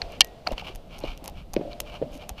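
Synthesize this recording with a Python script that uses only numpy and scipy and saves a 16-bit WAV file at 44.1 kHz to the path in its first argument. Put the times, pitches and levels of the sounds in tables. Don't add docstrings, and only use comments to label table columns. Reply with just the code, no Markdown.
import sys
import numpy as np
from scipy import signal
from scipy.io import wavfile

SR = 44100
rng = np.random.default_rng(int(sys.argv[2]) if len(sys.argv) > 2 else 0)


def transcribe(u):
    v = np.clip(np.atleast_2d(u).T, -1, 1)
    q = np.round(v * 32767).astype(np.int16)
    wavfile.write(sys.argv[1], SR, q)


N = 105840
T = np.arange(N) / SR


def amp(db):
    return 10 ** (np.asarray(db) / 20)


def unit(x):
    return x / np.sqrt(np.mean(x ** 2) + 1e-20)


def add(mix, start_s, sound):
    part = mix[max(round(start_s * SR), 0):][:len(sound)]
    part += sound[:len(part)]


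def colour(x, spectrum, size=4096):
    hz, db = np.transpose(spectrum)
    bins_hz = abs(np.fft.fftfreq(size, 1 / SR)) + 1
    log_gain = np.log(amp(np.interp(np.log(bins_hz), np.log(hz), db)))
    response = np.exp(np.conj(signal.hilbert(log_gain)))
    taps = np.fft.ifft(response).real[:size // 2]
    return signal.fftconvolve(x, taps / np.linalg.norm(taps))[:len(x)]


def waver(speed=1):
    t = T[::64]
    drift = sum(np.sin(2 * np.pi * (speed * hz * t + rng.random())) for hz in np.geomspace(2, 20, 20))
    return np.interp(T, t, unit(drift))


def burst(envelope):
    return envelope * np.sign(rng.standard_normal(len(envelope)))


def grains(per_s, spread_db):
    sizes = amp(spread_db * np.minimum(rng.exponential(1, N), 4))
    return unit(burst(sizes) * (rng.random(N) < per_s / SR))


def knock(db, hz, peak_s, glide=0):
    age = T[:SR // 2] / peak_s
    envelope = (age * np.exp(1 - age)) ** 2.05
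    pitch_hz = hz * (1 + age) ** -glide
    return amp(db) * envelope * np.sin(2 * np.pi * np.cumsum(pitch_hz) / SR)


def ring(modes):
    return sum((-1) ** k * amp(db - 60 * T / t60_s) * np.sin(2 * np.pi * hz * T)
               for k, (hz, db, t60_s) in enumerate(modes))


def strokes(rows):
    power = np.zeros(N)
    for peak_s, db, rise_s, fall_s in rows:
        width_s = np.where(T < peak_s, rise_s, fall_s)
        power += amp(db) ** 2 * np.exp(-2 * ((T - peak_s) / width_s) ** 2)
    return np.sqrt(power)


# f/Hz, level/dB
WASH_SPECTRUM = [(60, -2.5), (300, 1), (680, 8), (1000, -6), (1800, -16), (2800, -11), (4500, -16.5),
                 (7500, -28.5), (15000, -37)]
# t/s, level/dB
WASH_LEVELS = [(0, -42.5), (.2, -46.5), (.43, -51), (.5, -48), (.7, -47.5), (.85, -53), (1.05, -51),
               (1.3, -51), (1.48, -56), (1.62, -46.5), (1.8, -48.5), (2.15, -48), (2.4, -52.5)]
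def outdoor_wash():
    envelope = amp(np.interp(T, *np.transpose(WASH_LEVELS)))
    return envelope * colour(rng.standard_normal(N), WASH_SPECTRUM)


# f/Hz, level/dB
WIND_SPECTRUM = [(8, -12), (26, 1.5), (70, -5.5), (110, -14), (180, -12.5), (300, -21), (1200, -61)]
# t/s, level/dB
WIND_LEVELS = [(.2, -44.5), (.39, -47), (.6, -43), (1.7, -42), (2.4, -43)]
def wind(swell_db=2):
    rumble = colour(rng.standard_normal(N), WIND_SPECTRUM, size=16384)
    envelope = amp(np.interp(T, *np.transpose(WIND_LEVELS)))
    return envelope * unit(rumble * amp(swell_db * waver()))


# t/s, level/dB, f/Hz, rise/s
STRIDE_JOLTS = [(0.031, -34, 28, 0.019), (0.522, -22.5, 29.2, 0.012), (0.731, -33, 25.65, 0.026),
                (1.066, -33, 30, 0.033)]
def jolts():
    buffets = np.zeros(N)
    for start_s, db, hz, rise_s in STRIDE_JOLTS:
        add(buffets, start_s, -knock(db, hz, rise_s))
    return buffets


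# peak t/s, level/dB, rise/s, fall/s
CLOTH_SWISHES = [(.145, -47, 0.052, 0.024), (.597, -37.5, 0.021, 0.019), (.672, -40.5, 0.031, 0.039),
                 (.95, -45, 0.04, 0.032), (1.075, -41.5, 0.049, 0.062), (1.38, -49.5, 0.026, 0.041),
                 (1.715, -48.5, 0.013, 0.025), (1.88, -46.5, 0.024, 0.034), (1.955, -44.5, .04, 0.023),
                 (2.145, -51, 0.025, 0.028), (2.22, -46.5, 0.023, 0.029), (2.39, -44.5, 0.018, 0.021)]
# f/Hz, level/dB
CLOTH_SPECTRUM = [(150, -12), (650, -10.5), (1200, -1.5), (1550, -8.5), (2000, -16.5), (2330, 4),
                  (2550, -3.5), (2900, 3.5), (3600, -10), (4400, -10.5), (6000, -19.5), (8000, -30.5),
                  (15000, -30.5)]
def clothing(clump_db=2.2):
    rub = unit(grains(per_s=4500, spread_db=3) * amp(clump_db * waver(speed=12)))
    return colour(strokes(CLOTH_SWISHES) * rub, CLOTH_SPECTRUM)


# t/s, level/dB
TREAD_LOADS = [(1.566, -42.5), (1.612, -49.5), (1.651, -45), (1.802, -54), (2.025, -48)]
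# f/Hz, relative level/dB, t60/s
STAIR_MODES = [(178.5, -17, 0.35), (267.2, -3, 0.71), (312, 7, 0.32), (551.5, 13.5, 0.16),
               (588, -3.5, 1.52), (605, 3.5, 1.44), (664, 3, 0.29), (694, -4.5, 0.73)]
def stair(rise_s=0.0013, waver_db=2.2):
    steel = np.zeros(N)
    for mode in STAIR_MODES:
        hum = ring([mode]) * (1 - np.exp(-T / rise_s))
        partial = np.zeros(N)
        for start_s, db in TREAD_LOADS:
            add(partial, start_s, amp(db) * hum)
        steel += partial * amp(waver_db * waver())
    return steel


# peak t/s, level/dB, rise/s, fall/s
RUBBLE_CRUNCHES = [(.473, -32, 0.0095, 0.012), (.522, -35, 0.012, 0.017), (.582, -42.5, 0.0078, 0.0089),
                   (.686, -39.5, 0.029, 0.0076), (1.075, -44.5, 0.092, 0.049), (1.285, -43, 0.054, 0.017),
                   (1.541, -36.5, 0.0064, 0.011), (1.94, -42.5, 0.01, 0.01), (2.23, -48.5, 0.017, 0.019),
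                   (2.298, -41, 0.0057, 0.015)]
# f/Hz, level/dB
RUBBLE_SPECTRUM = [(150, -16), (450, -16), (750, 1.5), (1000, -6.5), (1500, -23.5), (3000, -18.5),
                   (9000, -40)]
def rubble():
    crunch = strokes(RUBBLE_CRUNCHES) * grains(per_s=5200, spread_db=7.5)
    return colour(crunch, RUBBLE_SPECTRUM)


# peak t/s, level/dB, rise/s, fall/s
GRIT_SCRAPES = [(2.168, -55, 0.043, 0.014)]
# t/s, level/dB
GRIT_TICKS = [(.1215, -43), (0.2463, -27), (0.272, -47), (0.488, -45), (0.52, -34), (0.7506, -36),
              (0.7585, -33), (0.984, -41.5), (0.989, -34), (1.003, -42), (1.176, -37), (1.2421, -33.5),
              (1.2504, -38), (1.2588, -32.5), (1.2784, -23), (1.2979, -39.5), (1.5352, -30),
              (1.5393, -27.5), (1.802, -30.5), (1.8029, -17), (1.8049, -24.5), (1.818, -44), (2.2897, -44),
              (2.2929, -21)]
# f/Hz, level/dB
GRIT_SPECTRUM = [(200, -11.5), (750, -0.5), (1600, -11.5), (2700, 1.5), (3600, -3.5), (6500, 2.5),
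                 (7600, -4.5), (10000, -4), (13000, -3), (16000, -18)]
def grit(tick_decay_s=0.00084, scatter_db=-26.5, scatter_decay_s=0.007):
    scrape = strokes(GRIT_SCRAPES) * grains(per_s=5200, spread_db=7.5)
    t = T[:SR // 10]
    ticks, scatter = np.zeros((2, N))
    for start_s, db in GRIT_TICKS:
        add(ticks, start_s, burst(amp(db) * np.exp(-t / tick_decay_s)))
        add(scatter, start_s, amp(db + scatter_db) * np.exp(-t / scatter_decay_s))
    crumbs = scatter * grains(per_s=700, spread_db=0)
    return colour(scrape + ticks + crumbs, GRIT_SPECTRUM)


# t/s, level/dB, f/Hz, decay/s
TWIG_SNAPS = [(0.0175, -16.5, 4300, 0.0022), (0.4695, -20, 1310, 0.0025), (0.4728, -14, 4300, 0.0013),
              (.506, -37.5, 2800, 0.004), (0.58, -23, 2930, 0.0018), (.683, -36, 3000, 0.00091),
              (1.037, -34.5, 4100, 0.0018), (1.5641, -20, 2400, 0.0011), (1.731, -30.5, 4160, 0.001)]
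# f/Hz, level/dB
WOOD_SPECTRUM = [(80, -37), (700, 4), (1250, -1), (1850, 2), (2300, 8), (3000, 5.5), (3550, -9), (4200, 1),
                 (5800, -2.5), (7000, -26), (15000, -35)]
def twigs(crack_db=-7, tail_db=-28, tail_decay_s=0.03):
    pings, cracks = np.zeros((2, N))
    tail = amp(tail_db) * np.exp(-T / tail_decay_s)
    for start_s, db, hz, decay_s in TWIG_SNAPS:
        add(pings, start_s, knock(db, hz, decay_s / 2))
        add(cracks, start_s, burst(amp(db + crack_db) * (np.exp(-T / decay_s) + tail)))
    return pings + colour(cracks, WOOD_SPECTRUM)


# t/s, ring level/dB, crack level/dB
CLACK_HITS = [(0.2074, 4, -4), (0.2152, -6, -17)]
# f/Hz, relative level/dB, t60/s
PIECE_MODES = [(770, -28, 0.04), (1771, -18.5, 0.024), (2280, -13.5, 0.024), (2837, -2.5, 0.016),
               (3173, -3.5, .018), (3600, -5, 0.0067), (4230, -5, .012), (4780, -7.5, 0.014),
               (5210, -2, 0.0052), (5340, -5, 0.0096), (5810, -5.5, 0.0079), (1903, -46.5, 0.26),
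               (2766, -49.5, 0.24), (4430, -36.5, .08)]
# f/Hz, level/dB
CRACK_SPECTRUM = [(300, -23), (2600, 1), (6000, 1.5), (7500, -3), (15000, -15)]
def clack(crack_decay_s=0.0012):
    body = ring(PIECE_MODES)
    rings, cracks = np.zeros((2, N))
    for start_s, ring_db, crack_db in CLACK_HITS:
        add(rings, start_s, amp(ring_db) * body)
        add(cracks, start_s, burst(amp(crack_db) * np.exp(-T / crack_decay_s)))
    return rings + colour(cracks, CRACK_SPECTRUM)


# t/s, level/dB, starting f/Hz, rise/s
SOLE_BLOWS = [(.4725, -21, 727, 0.0022), (0.49, -26, 675, 0.00085), (0.514, -22, 612, 0.0028),
              (0.5202, -28.5, 260, 0.002), (.622, -32, 823, 0.0025), (.698, -35.5, 391, 0.0035),
              (1.0382, -18.5, 506, 0.0021), (1.0412, -17.5, 424, 0.0017), (1.222, -37, 312, 0.003),
              (1.565, -9.5, 390, 0.0016), (1.568, -23.5, 625, 0.0044), (1.5731, -24, 285, 0.0019),
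              (1.594, -21.5, 340, 0.0022), (1.6108, -18.5, 355, 0.0014), (2.016, -18, 433, 0.0016),
              (2.0237, -15, 535, 0.003), (2.06, -33, 260, 0.008), (2.153, -36, 276, 0.0088)]
# f/Hz, level/dB
SCUFF_SPECTRUM = [(40, -18), (170, 10.5), (330, -2.5), (600, 1), (900, -14), (1400, -24.5), (3000, -24),
                  (8000, -63)]
def soles(scuff_db=-14, scuff_decay_s=0.011):
    knocks, scuffs = np.zeros((2, N))
    for start_s, db, hz, rise_s in SOLE_BLOWS:
        add(knocks, start_s, knock(db, hz, rise_s, glide=0.048))
        add(scuffs, start_s, burst(amp(db + scuff_db) * np.exp(-T / scuff_decay_s)))
    return knocks + colour(scuffs, SCUFF_SPECTRUM)


def scene(hiss_db=-73.5):
    hiss = amp(hiss_db) * rng.standard_normal(N)
    background = hiss + outdoor_wash() + wind() + jolts() + clothing()
    underfoot = stair() + rubble() + grit() + twigs() + clack() + soles()
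    return (background + underfoot)[None]


def record(dry, knee=5.1, cutoff_hz=15200, oversample=4):
    fine = signal.resample_poly(dry, oversample, 1, axis=1)
    saturated = fine / (1 + abs(fine) ** knee) ** (1 / knee)
    saturated = signal.resample_poly(saturated, 1, oversample, axis=1)
    lowpass = signal.firwin(141, cutoff_hz, window=("kaiser", 8), fs=SR)
    return signal.oaconvolve(saturated, lowpass[None], "same")


dry = scene()
out = record(dry)
transcribe(out)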